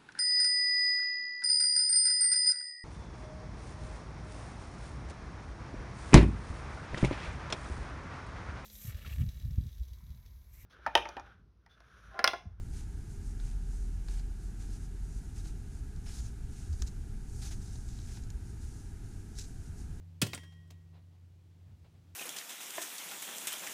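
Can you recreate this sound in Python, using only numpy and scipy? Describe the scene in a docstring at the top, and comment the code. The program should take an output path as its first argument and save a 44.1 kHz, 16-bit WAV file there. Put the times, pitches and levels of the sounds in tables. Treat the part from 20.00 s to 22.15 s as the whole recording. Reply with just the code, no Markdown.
"""A crunch and a hollow thump: a crumpled paper ball hits a wall. Its creases buckle in a burst of clicks
while the panel bends and booms. The ball drops onto the rim of a steel bin, which rings faintly, grazes
past it and lands on carpet, ticking as the paper relaxes. A few soft, close scuffs follow.
Under it all lies a small room with a low appliance hum, rumble and hiss."""
import sys
import numpy as np
from scipy import signal
from scipy.fft import rfft, irfft, next_fast_len
from scipy.io import wavfile
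from scipy.ndimage import map_coordinates

SR = 44100
rng = np.random.default_rng(int(sys.argv[2]) if len(sys.argv) > 2 else 0)


def dump_mix(stems):
    """Bounce the given channels to the path in sys.argv[1] as a 16-bit WAV at rate SR."""
    frames = np.atleast_2d(stems).T  # one column per channel
    limited = np.clip(frames, -1, 1)  # hard clip at full scale
    pcm = np.round(limited * 32767).astype(np.int16)
    wavfile.write(sys.argv[1], SR, pcm)


N = 94815
T = np.arange(N) / SR
PRESS_S = 0.00047  # attack of a contact


# The ball's hits. Each row: start in seconds, level in dB, 60 dB decay in seconds,
# treble tilt in dB per octave, pitch of the buckling facet in Hz, boost at that pitch in dB.
CRUNCHES = [(0.2161, -25, 0.046, 1.46, 6950, 0.5), (.2180, -22, 0.021, 0, 3970, 1.5),
            (0.2233, -23, 0.027, 0.5, 2550, 2.5), (.2315, -36, 0.043, -2.5, 5500, 6),
            (0.252, -50, .08, 0, 8500, 7), (0.2659, -38.5, 0.033, -0.5, 4500, 2),
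            (0.269, -42.5, 0.036, 3.5, 5000, -1), (0.3315, -39.5, 0.022, 1, 4540, 12.5),
            (0.3333, -32, 0.023, -1, 1950, 10), (0.3364, -40, 0.061, 0, 1415, 15.5),
            (.338, -41, 0.013, -1, 13000, 6), (0.3474, -29.5, 0.0092, -1.5, 8300, 19),
            (0.3513, -36, 0.021, -.5, 7900, 0), (0.3764, -43, 0.035, -2, 1830, 3.5),
            (.433, -55.5, 0.068, -0.5, 1570, 10), (.522, -65.5, 0.11, -1.5, 1990, 3),
            (0.676, -71, 0.024, 2, 8000, 2), (.7042, -55.5, 0.052, -0.5, 6470, 6.5),
            (.7072, -50, 0.022, 1.5, 3580, 5.5), (0.717, -65.5, 0.094, -5, 3000, 12)]
def paper_crunches(size=6000):
    """Each contact buckles a fast-fading cluster of creases, and the room answers it."""
    out = np.zeros(N + SR)
    for start, db, t60, tilt, facet_hz, boost in CRUNCHES:
        press = fade(T[:size], t60, PRESS_S)
        clicks = unit(creases(per_second=9000, size=size) * press) * np.sqrt(np.mean(press ** 2))
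        burst = np.convolve(clicks, crease_snap(tilt, facet_hz, boost))
        heard = signal.fftconvolve(burst, room_response())
        out[round(start * SR):][:len(heard)] += amp(db) * heard
    return out[:N]


def creases(per_second, size, scatter=0.44):
    """Creases give way at random: impulses of either sign and uneven strength."""
    gives_way = rng.random(size) < per_second / SR
    return gives_way * np.sign(rng.standard_normal(size)) * np.exp(scatter * rng.standard_normal(size))


# The tone of snapping paper. Each row: frequency in Hz, gain in dB.
PAPER_EQ = [(100, -16), (300, 0), (700, 0), (1400, -6), (2700, -1), (4500, -3.5), (6500, -6.5),
            (9000, -8.5), (12000, -14.5), (15500, -15)]
def crease_snap(tilt, facet_hz, boost_db, size=512):
    """The click of one crease, with a resonant bump at its facet's pitch; energy 1."""
    hz = np.fft.rfftfreq(size, 1 / SR)
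    octaves = np.log2(np.maximum(hz, 500) / facet_hz)
    bump_db = boost_db * bell(octaves, width=.3)
    cepstrum = irfft(np.log(amp(along(PAPER_EQ, hz) + tilt * octaves + bump_db)))
    cepstrum[1:size // 2] *= 2  # fold to minimum phase for a sharp front edge
    cepstrum[size // 2 + 1:] = 0
    click = irfft(np.exp(rfft(cepstrum)))
    return click / np.linalg.norm(click)


def paper_crinkle(start=0.41, db=-58):
    """Sparse tiny ticks as the squashed ball relaxes."""
    ticks = creases(per_second=95, size=N) * fade(since(start), t60=2.1, rise=PRESS_S)
    return amp(db) * np.convolve(ticks, crease_snap(tilt=1, facet_hz=7900, boost_db=2))[:N]


# The wall's low boom, and above it the hollow ring of the bin's air cavity. Each row: pitch in Hz, level in dB,
# 60 dB decay in seconds.
BOOM_MODES = [(88.8, -40, 0.25), (113, -33, 0.34), (148.3, -35.5, 0.27), (195.8, -41.5, 0.29),
              (251, -46.5, 0.42), (325.3, -43.5, 0.32), (385.8, -41, 0.25)]
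HOLLOW_MODES = [(496.5, -44, .16), (587, -43, .16), (716, -44, .15), (850, -47, 0.081), (1104, -52, .22),
                (1388, -44.5, .16), (2155, -48, 0.17), (2603, -37, 0.11), (2644, -50, 0.24),
                (2910, -43, .17), (3900, -47, 0.14), (4230, -46, 0.18), (5123, -49, .12), (5276, -47, .14)]
def wall_thump(start=.2165, db=-24, from_hz=308, to_hz=104, glide_s=0.01502, peak_s=0.015, width_s=0.0048):
    """The thump glides down as the panel bends, and the struck modes ring on."""
    t = since(start)
    hz = to_hz + (from_hz - to_hz) * np.exp(-(t / glide_s) ** 4)
    swell = (1 - np.exp(-t / PRESS_S)) / np.cosh(np.minimum(abs(t - peak_s) / width_s, 20))
    thump = amp(db) * swell * np.sin(2 * np.pi * np.cumsum(hz * (t > 0)) / SR)
    return thump + ring(start, BOOM_MODES, rise=.012) + ring(start, HOLLOW_MODES, rise=0.00279)


# The dull body under the later hits. Each row: start in seconds, gain in dB.
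KNOCKS = [(.336, -44.5), (.374, -52.5), (.433, -65), (.706, -61.5)]
# The tone of a knock. Each row: pitch in Hz, relative level in dB, 60 dB decay in seconds.
KNOCK_MODES = [(137, 2, 0.16), (211.6, -1, .12), (276.2, 0, 0.11), (450.5, -9.5, .12), (725, -3.5, 0.055)]
def ball_knocks():
    """The light ball's weight puts a low knock under four later contacts."""
    return sum(amp(db) * ring(start, KNOCK_MODES, rise=0.0015) for start, db in KNOCKS)


# The bin's shimmer. Each row: pitch in Hz, relative level in dB, 60 dB decay in seconds,
# beat rate in Hz, strength of the twin mode as a fraction.
BIN_MODES = [(1077, -16.5, 1.23, 4, 0.13), (1899, -2.5, 1.48, 5.7, .35), (2896, -10.5, 0.83, 9, 0.27),
             (3210, 2.5, 0.92, 3.18, 0.23), (3410, -20, .7, 6, .3), (4732, -20, .7, 7, 0.27),
             (5386, -13, 0.852, 3.3, 0.23), (5609, -11, 0.86, 4, 0.23), (6100, -18, 0.86, 6.35, .3),
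             (6550, -15, .5, 9, .3), (7130, -14, .65, 7.6, 0.25), (8400, -15, .45, 13, .3)]
# The blows that wake it. Each row: start in seconds, gain in dB, treble tilt in dB per octave.
BIN_BLOWS = [(0.219, -55, 3.5), (0.333, -63.5, -4.5)]
def steel_bin(rim_s=.334):
    """Each blow adds energy to the shell's beating pairs of modes, opposite in phase at the rim hit."""
    out = np.zeros(N)
    for hz, mode_db, t60, beat_hz, twin in BIN_MODES:
        octaves = np.log2(hz / 3000)
        energy = sum((amp(db + mode_db + tilt * octaves) * fade(since(start), t60, PRESS_S)) ** 2
                     for start, db, tilt in BIN_BLOWS)
        phase = 2 * np.pi * (hz * T + rng.random())
        twin_phase = phase + 2 * np.pi * beat_hz * (T - rim_s)
        out += np.sqrt(energy) * (np.sin(phase) - twin * np.sin(twin_phase))
    return out


# The closing scuffs. Each row: peak time in seconds, level in dB, half-width in seconds.
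SCUFFS = [(0.952, -70, 0.016), (.98, -72, 0.023), (1.14, -77, 0.025), (1.6, -79, 0.026),
          (1.7, -75.5, 0.035), (1.848, -68.5, 0.0034), (1.86, -70.5, 0.0083), (1.875, -77, 0.017),
          (1.955, -74, .015), (2.08, -81.5, 0.053)]
# Their muffled tone. Each row: frequency in Hz, gain in dB.
SCUFF_EQ = [(100, -6), (300, 3.5), (700, 3.5), (1500, -8), (4000, -9.5), (7000, -31), (15000, -33.5)]
def scuffs():
    """Soft, dull brushes that swell and fade."""
    return noise(SCUFF_EQ) * sum(amp(db) * bell(T - peak, width) for peak, db, width in SCUFFS)


# The room's short tail. Each row: frequency in Hz, 60 dB decay in seconds.
ROOM_DECAY = [(150, 0.59), (1000, .38), (4000, 0.4), (9000, 0.37), (15000, 0.38)]
def room_response(size=24000, tail_db=-15, early_db=-10):
    """Direct sound, close corner reflections and a tail; new for each place of the ball."""
    hz, t, spectrum = signal.stft(rng.standard_normal(size), SR, nperseg=256)
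    decay = amp(-60 * t / along(ROOM_DECAY, hz)[:, None])
    tail = signal.istft(spectrum * decay, SR, nperseg=256)[1][:size]
    early = rng.standard_normal(size) * fade(T[:size], t60=0.0866, rise=0.0031)
    echoes = amp(tail_db) * tail / np.linalg.norm(tail) + amp(early_db) * early / np.linalg.norm(early)
    return signal.unit_impulse(size) + echoes


# The hum's fader moves. Each row: time in seconds, low tone level in dB, overtone level in dB.
HUM_LEVELS = [(0, -49.5, -59.5), (.5, -52.5, -60), (.95, -53.5, -63.5), (1.249, -58, -74.5),
              (1.449, -57, -70), (1.8, -60.5, -68.5), (2.15, -61, -71)]
def appliance_hum(low_hz=88.8, overtone_hz=161.4):
    """Two tones that grow less steady as they fade."""
    waver_db = .5 + 0.68 * T
    out = np.zeros(N)
    for hz, db in zip((low_hz, overtone_hz), curves(HUM_LEVELS)):
        rms = amp(db + waver_db * wobble(per_second=8.3))
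        out += np.sqrt(2) * rms * np.sin(2 * np.pi * hz * T + .2 * wobble(per_second=6))
    return out


# Fader moves for rumble and hiss. Each row: time in seconds, level in dB.
RUMBLE_LEVEL = [(0, -63.5), (1, -65), (1.62, -63), (1.72, -53.5), (1.88, -59.5), (2.15, -64.5)]
HISS_LEVEL = [(0, -71), (1.3, -73), (2.15, -70.5)]
# Their tone. Each row: frequency in Hz, gain in dB.
RUMBLE_EQ = [(20, -32), (45, -19), (65, -4.5), (105, 0.5), (140, -7.5), (200, -17.5), (400, -41),
             (1000, -73)]
HISS_EQ = [(30, -7), (150, -2), (300, 1), (500, -9), (800, -12), (1300, -16.5), (3000, -18), (6000, -22),
           (10000, -27.5), (15500, -30.5)]
def room_tone():
    """A low rumble that swells near the end, and a faint hiss."""
    rumble = amp(curves(RUMBLE_LEVEL)[0]) * noise(RUMBLE_EQ)
    hiss = amp(curves(HISS_LEVEL)[0]) * noise(HISS_EQ)
    return rumble + hiss


def ring(start, modes, rise):
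    """Damped modes struck together, each at a random phase."""
    t = since(start)
    return sum(amp(db) * fade(t, t60, rise) * np.sin(2 * np.pi * (hz * t + rng.random()))
               for hz, db, t60 in modes)


def noise(eq):
    """Noise shaped by an EQ curve, rms 1."""
    size = next_fast_len(N + SR // 2)
    gain = amp(along(eq, np.fft.rfftfreq(size, 1 / SR)))
    return unit(irfft(rfft(rng.standard_normal(N), size) * gain, size)[:N])


def fade(t, t60, rise):
    """Attack, then a release that falls 60 dB in t60 seconds."""
    return amp(-60 * t / t60) * (1 - np.exp(-t / rise))


def since(start):
    """Seconds since start, zero before it."""
    return np.maximum(T - start, 0)


def bell(x, width):
    """A Gaussian bump of height 1."""
    return np.exp(-.5 * (x / width) ** 2)


def wobble(per_second):
    """A smooth random curve."""
    return map_coordinates(rng.standard_normal(200), [T * per_second + 2], mode="mirror")


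def curves(rows):
    """One value per sample for each column after the time."""
    times, *columns = np.transpose(rows)
    return [np.interp(T, times, column) for column in columns]


def along(points, hz):
    """Read (Hz, value) points on a log axis."""
    freqs, values = np.transpose(points)
    return np.interp(np.log(hz + 1), np.log(freqs + 1), values)


def amp(db):
    """Decibels to gain."""
    return 10 ** (np.asarray(db) / 20)


def unit(x):
    """Scale to rms 1."""
    return x / np.sqrt(np.mean(x ** 2) + 1e-20)


def scene():
    """Ball, wall and bin over the room's background, in mono."""
    throw = paper_crunches() + paper_crinkle() + wall_thump() + ball_knocks() + steel_bin()
    return (throw + scuffs() + appliance_hum() + room_tone())[None]


def record(dry):
    """A steep low-pass trims the very top of the treble."""
    return signal.sosfilt(signal.ellip(10, .1, 80, 15900, fs=SR, output="sos"), dry)


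dry = scene()
out = record(dry)
dump_mix(out)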